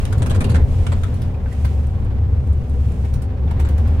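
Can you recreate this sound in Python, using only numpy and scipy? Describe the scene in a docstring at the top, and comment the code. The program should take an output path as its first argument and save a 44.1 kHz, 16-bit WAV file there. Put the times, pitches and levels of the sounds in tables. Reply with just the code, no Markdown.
"""Inside a bus on a highway at night, from a stereo pair of microphones at the front seat.
The road shakes the body into a deep boom and throb under tyre roar, wind on the windscreen, a thin
hiss and a faint driveline whine. Bumps thud through the body. Nearby in the cabin the trim creaks,
a small metal fitting ticks and a loose plastic panel chatters in bursts of tiny contacts."""
import sys
import numpy as np
from scipy import signal
from scipy.fft import rfft, irfft
from scipy.io import wavfile
from scipy.ndimage import uniform_filter1d

SR = 44100
rng = np.random.default_rng(int(sys.argv[2]) if len(sys.argv) > 2 else 0)


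def unload_wav(signal):
    """Save mono or channel-first audio to the path in sys.argv[1] as 16-bit WAV at rate SR, clipped to [-1, 1]."""
    wavfile.write(
        sys.argv[1],
        SR,
        np.round(np.clip(np.atleast_2d(signal).T, -1, 1) * 32767).astype(np.int16),
    )


N = 176400
TIME = np.arange(N) / SR
HZ = np.fft.rfftfreq(N, 1 / SR)


def amp(db):
    """Decibels to gain."""
    return 10 ** (np.asarray(db) / 20)


def unit(x):
    """Scales to rms 1."""
    return x / np.sqrt(np.mean(x ** 2) + 1e-20)


def by_pitch(points, hz):
    """Reads a table on a log-frequency axis."""
    f, value = np.transpose(points)
    return np.interp(np.log(hz + 1), np.log(f + 1), value)


def by_time(points):
    """Reads a control curve at every sample."""
    return np.interp(TIME, *np.transpose(points))


def add(mix, s, sound):
    """Mixes a stereo sound in at time s."""
    part = mix[:, max(round(s * SR), 0):][:, :sound.shape[1]]
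    part += sound[:, :part.shape[1]]


def pan(db):
    """Microphone gains for a left minus right level."""
    return amp(np.array([[.5], [-.5]]) * db)


def flutter(rate_hz):
    """Random movement of rms 1, mostly slower than rate_hz."""
    return unit(irfft(rfft(rng.standard_normal(N)) * np.exp(-(HZ / rate_hz) ** 2), N))


def ring(t, hz, t60):
    """One dying mode, reaching each microphone in its own phase."""
    return np.sin(2 * np.pi * (hz * t + rng.random((2, 1)))) * np.exp(-np.log(1000) * t / t60)


def resonate(x, spectrum, tilt_db=0, uneven_db=3, uneven_hz=500, size=2048):
    """Rings x through a body of unit energy; each point of contact favours other resonances."""
    hz = abs(np.fft.fftfreq(size, 1 / SR))
    uneven = np.interp(hz / uneven_hz, np.arange(size), rng.standard_normal(size))
    tilt = tilt_db * np.log2(np.maximum(hz, 1000) / 1000)
    log_gain = np.log(amp(by_pitch(spectrum, hz) + tilt + uneven_db * uneven))
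    minimum_phase = np.exp(np.conj(signal.hilbert(log_gain)))
    body = np.fft.ifft(minimum_phase).real[:size // 2]
    return signal.fftconvolve(x, body[None] / np.linalg.norm(body), axes=1)


# Likeness of the two microphones. Each row: frequency in Hz, correlation.
COHERENCE = [(60,.993),(290,.82),(640,.66),(1400,.08)]
# Balance of the pair. Each row: frequency in Hz, left minus right in dB.
BALANCE = [(130, 1), (280, -.3), (8000, -1.5)]

def noise(gain):
    """Noise of the given spectrum all around the microphones, near mono in the bass."""
    left, other = rfft(rng.standard_normal((2, N)))
    same = np.clip(by_pitch(COHERENCE, HZ), -1, 1)
    right = same * left + np.sqrt(1 - same ** 2) * other
    return unit(irfft(np.array([left, right]) * gain * pan(by_pitch(BALANCE, HZ)), N))


# The cabin's reverberation. Each row: frequency in Hz, t60 in seconds.
CABIN_DECAY = [(300, 0.16), (2000, 0.3), (15000, 0.076)]

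def cabin(x, wet_db):
    """Adds the short, dense reflections of seats and windows."""
    hz, t, spectra = signal.stft(rng.standard_normal((2, SR // 3)), SR, nperseg=256)
    decay = amp(-60 * t / by_pitch(CABIN_DECAY, hz)[:, None])
    tail = signal.istft(spectra * decay, SR)[1]
    tail[:, :SR // 400] = 0  # the first reflection takes 2.5 ms
    return x + amp(wet_db) * signal.fftconvolve(x, tail / np.linalg.norm(tail[0]), axes=1)[:, :N]


# Gear tones, far in the background. Each row: pitch in Hz, level in dB, half-width in Hz.
GEAR_TONES = [(393.5, -51, 3), (763, -53.5, 10)]

def driveline():
    """The gears whine faintly in narrow, wavering bands."""
    return sum(amp(db) * noise(1 / (1 + ((HZ - hz) / width) ** 2)) for hz, db, width in GEAR_TONES)


# Hiss, wide across the pair. Each row: time in seconds, relative level in dB.
HISS_LEVEL = [(0,-46),(.4,-70),(.75,-49),(1.28,-56.5),(1.38,-66),(1.54,-52),(1.72,-51.5),(2.1,-67),(2.66,-59),(2.88,-54),(3.1,-55),(3.3,-71),(3.8,-59)]
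# Its colour. Each row: frequency in Hz, gain in dB.
HISS_SPECTRUM = [(800, -8.5), (2500, 10.5), (4500, 1.5), (9300, 0.5), (11000, -7), (16000, -10)]

def hiss(gain_db=0.5):
    """A thin hiss that comes and goes."""
    level_db = gain_db + by_time(HISS_LEVEL) + 0.7 * flutter(rate_hz=60)
    return noise(amp(by_pitch(HISS_SPECTRUM, HZ))) * amp(level_db)


# Wind, heard from behind the glass. Each row: time in seconds, relative level in dB.
WIND_LEVEL = [(0,-47),(1.6,-52.5),(2,-51.5),(3.3,-53.5),(3.63,-47.5)]
# Its colour. Each row: frequency in Hz, gain in dB.
WIND_SPECTRUM = [(200, -15), (600, 5.5), (1600, 0), (3200, -9.5), (6000, -21.5), (16000, -46.5)]

def wind(gain_db=3.5):
    """Air rushes unevenly over the windscreen."""
    level_db = gain_db + by_time(WIND_LEVEL) + 1.9 * flutter(rate_hz=31)
    return noise(amp(by_pitch(WIND_SPECTRUM, HZ))) * amp(level_db)


# Roughness of the road. 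Each row: time in seconds, relative level of the roar in dB.
ROUGHNESS = [(0.03, -32.5), (0.52, -25.5), (0.7, -31), (1.4, -34), (3.21, -35), (3.56, -32)]
# The tyres, heard through the floor. Each row: frequency in Hz, gain in dB.
ROAR_SPECTRUM = [(60, -39), (150, 1), (220, 0.5), (272, -2), (295, -13), (370, -9.5), (540, -10),
                 (600, -16.5), (1100, -25), (2000, -55.5)]

def tyre_roar(gain_db=1.5):
    """The rolling tyres roar louder on rougher road."""
    level_db = gain_db + by_time(ROUGHNESS) + flutter(rate_hz=9.7)
    return noise(amp(by_pitch(ROAR_SPECTRUM, HZ))) * amp(level_db)


# Body shake, all around the seat. Each row: time in seconds, relative level in dB.
SHAKE_LEVEL = [(.03,-18.5),(.48,-15),(1.1,-19.5),(1.58,-25),(1.65,-16.5),(1.7,-22),(2.45,-18),(2.63,-19),(2.67,-34),(2.73,-18.5),(3.09,-24),(3.18,-14.5),(3.22,-25),(3.69,-19.5)]
# Resonances of the body and cabin air. 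Each row: frequency in Hz, gain in dB.
BOOM_SPECTRUM = [(12, -17.5), (32, -5), (42, -11.5), (52, -18), (62, -3), (82, -5.5), (100, -2), (114, -11),
                 (125, -6), (175, -36.5), (300, -88.5)]

def boom(gain_db=0.5, split_hz=80, upper_dip_db=0.75, smooth_s=0.2):
    """The road shakes the body's low resonances; the upper ones ease a little on rough road."""
    shape = amp(by_pitch(BOOM_SPECTRUM, HZ))
    upper_share = 1 / (1 + (split_hz / (HZ + 1)) ** 10)
    rough = by_time(ROUGHNESS)
    lower = noise(shape * np.sqrt(1 - upper_share))
    upper = noise(shape * np.sqrt(upper_share)) * amp(-upper_dip_db * unit(rough - rough.mean()))
    rumble = lower + upper
    # Even out chance swells so that the shake sets the level.
    power = uniform_filter1d((rumble ** 2).mean(0), int(smooth_s * SR))
    power = uniform_filter1d(power, int(smooth_s * SR / 2))
    return rumble / np.sqrt(power) * amp(gain_db + by_time(SHAKE_LEVEL))


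# The body's throb, near centre. Each row: time in seconds, pitch in Hz, level in dB.
THROB_PATH = [(0,84,-31),(.56,82,-15),(1.202,88,-26.5),(1.399,71,-23.5),(2.5,73,-16.5),(2.67,71.9,-28),(2.76,72.03,-18),(3.299,70,-24),(3.7,73.75,-15)]

def throb(wander_hz=4.067, flutter_db=2):
    """The strongest body vibration: one deep tone that drifts in pitch, swells and sinks."""
    hz, db = (by_time(np.array(THROB_PATH)[:, [0, k]]) for k in (1, 2))
    turns = np.cumsum(hz + wander_hz * flutter(rate_hz=16.52)) / SR + rng.random()
    tone = unit(np.sin(2 * np.pi * turns)) * amp(db + flutter_db * flutter(rate_hz=14))
    return tone * pan(by_pitch(BALANCE, hz.mean()))


# Bumps under the wheels. Each row: start in seconds, level in dB, decay in seconds.
ROAD_BUMPS = [(.41, -58, 0.026), (0.576, -30, 0.063), (1.645, -43, 0.016), (3.595, -35.5, 0.092)]
# The thud as it reaches the seat. Each row: frequency in Hz, gain in dB.
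THUD_SPECTRUM = [(200, -29), (280, 6.5), (330, 5), (400, 4), (600, -6), (950, -5.5), (2500, -45)]

def bumps(rise_s=0.0079):
    """The wheels hit uneven road and the body answers with a hollow thud."""
    envelope = np.zeros(N)
    for s, db, decay in ROAD_BUMPS:
        rise = np.clip((TIME - s) / rise_s, 0, 1)
        envelope += amp(db) * rise * np.exp(-abs(TIME - s) / decay)
    return envelope * noise(amp(by_pitch(THUD_SPECTRUM, HZ)))


# Trim close to the microphones. Each row: start in seconds, level in dB.
TRIM_CREAKS = [(1.527,-43),(1.869,-47.5),(2.048,-51),(2.472,-49),(2.529,-48.5),(2.697,-48.5),(2.919,-44)]

def trim(fall_s=0.0062):
    """The trim slips with tiny dry creaks, like the plastic panel but brighter."""
    out, t = np.zeros((2, N)), np.arange(SR // 20) / SR
    for s, db in TRIM_CREAKS:
        slip = rng.standard_normal((2, len(t))) * np.exp(-t / fall_s)
        add(out, s, amp(db) * resonate(slip, PANEL_SPECTRUM, tilt_db=3))
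    return out


# The fitting, a little way off to the right. Each row: start in seconds, level in dB.
FITTING_TICKS = [(.180, -38), (0.263, -36.5), (1.141, -43), (1.218, -38), (1.65, -36), (2.941, -52),
                 (3.138, -36.5), (3.220, -39), (3.599, -35), (3.688, -36.5), (3.779, -40.5), (3.875, -43)]
# Its colour. Each row: frequency in Hz, gain in dB.
FITTING_SPECTRUM = [(300, -14), (1500, 1), (4500, -5), (7000, -7.5), (12000, -9), (14000, -13), (16000, -9)]
# Its modes. Each row: pitch in Hz, t60 in seconds, level against the tick in dB.
JINGLE_MODES = [(9050, .05, -10.5), (9262, .11, -18.5)]

def fitting(rise_s=0.0013, fall_s=0.0074):
    """A small metal fitting strikes in sharp ticks, each leaving a high jingle."""
    out, t = np.zeros((2, N)), np.arange(SR // 6) / SR
    for s, db in FITTING_TICKS:
        strike = rng.standard_normal((2, len(t))) * np.minimum(t / rise_s, 1) * np.exp(-t / fall_s)
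        add(out, s, amp(db) * resonate(strike, FITTING_SPECTRUM))
        add(out, s, sum(amp(db + mode_db) * ring(t, hz, t60) for hz, t60, mode_db in JINGLE_MODES))
    return cabin(out * pan(-2.5), wet_db=-3.5)


# The loose panel, nearby and just right of centre. Each row: start in seconds, level in dB, chatter
# length in seconds, treble tilt in dB per octave, pitch of the struck spot in Hz, its share in dB.
PANEL_RATTLES = [(0.052, -37.5, 0.0021, 2.5, 3070, -12), (0.125, -35, 0.0074, 0, 1570, -9.5),
                 (0.219, -31.5, 0.013, -1, 1520, -9), (0.26, -34.5, 0.011, 0, 1480, -6),
                 (0.296, -39.5, 0.0092, 4, 3170, -1.5), (0.305, -30, 0.012, -1.5, 1670, -11),
                 (0.345, -35.5, 0.02, 0.5, 1520, -13), (.405, -32, 0.015, 0, 2500, -10),
                 (0.441, -37, 0.0099, 1, 2725, -4.5), (.489, -37.5, 0.0047, -7, 2590, -8),
                 (0.495, -38.5, 0.029, 1, 4580, -13), (0.542, -33, 0.024, -1.5, 1460, -7.5),
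                 (0.866, -30.5, 0.0077, -1, 2080, -17), (0.919, -33.5, 0.016, -3.5, 2970, -25),
                 (1.033, -34.5, 0.0074, -2, 1260, -0.5), (1.342, -46.5, .006, -4.5, 2490, -5),
                 (1.458, -44, 0.005, -10.5, 1550, 0), (1.515, -52, 0.014, 0, 1960, 4),
                 (1.647, -31.5, 0.0052, -2.5, 1500, -12.5), (3.048, -40, 0.011, -4, 940, -5),
                 (3.475, -44, 0.0026, -10, 3498, -12), (3.509, -33.5, 0.0072, -6, 1020, -2.5),
                 (3.594, -40, 0.0089, -3.5, 1000, 1.5), (3.649, -39.5, 0.009, -3, 7280, -15)]
# The colour of the plastic sheet. Each row: frequency in Hz, gain in dB.
PANEL_SPECTRUM = [(150, -22), (500, 3.5), (1400, 3.5), (2000, -3), (3800, -6), (5500, -12.5), (8500, -8),
                  (11000, -13), (16000, -39)]

def panel(contacts_per_s=1600, scrape=0.86, stutter_db=2.5, rise_s=0.0012, fall_s=0.0056):
    """At each jolt a stuttering burst of contacts rings the whole sheet and the spot that is hit."""
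    out, t = np.zeros((2, N)), np.arange(SR // 10) / SR
    stutter = unit(amp(stutter_db * np.minimum(flutter(rate_hz=280), 1)))
    first_blow = 1 + .7 * np.exp(-t / .008)
    for s, db, length, tilt_db, spot_hz, spot_db in PANEL_RATTLES:
        contacts = rng.choice([-1., 1.], (2, len(t))) * (rng.random(len(t)) < contacts_per_s / SR)
        chatter = unit(unit(contacts) + scrape * rng.standard_normal((2, len(t))))
        envelope = np.minimum(t / rise_s, 1) * np.exp(-np.maximum(t - length, 0) / fall_s)
        drive = amp(db) * chatter * stutter[round(s * SR):][:len(t)] * envelope * first_blow
        spot = signal.fftconvolve(drive, ring(t, spot_hz, t60=0.02), axes=1)
        add(out, s, resonate(drive, PANEL_SPECTRUM, tilt_db))
        add(out, s, amp(spot_db) * spot * np.linalg.norm(drive) / np.linalg.norm(spot))
    return cabin(out * pan(-0.7), wet_db=-8.5)


def scene():
    """Everything heard from the front seat."""
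    ride = boom() + throb() + tyre_roar() + wind() + hiss() + driveline() + bumps()
    return ride + panel() + fitting() + trim()


def record(dry, edge_hz=15900, fade_s=.004):
    """The recorder's band limit and a soft stop."""
    stop = np.minimum((TIME[-1] - TIME) / fade_s, 1)
    lowpass = signal.firwin(511, edge_hz, window=("kaiser", 9), fs=SR)
    return signal.oaconvolve(dry * stop, lowpass[None], "same")


dry = scene()
out = record(dry)
unload_wav(out)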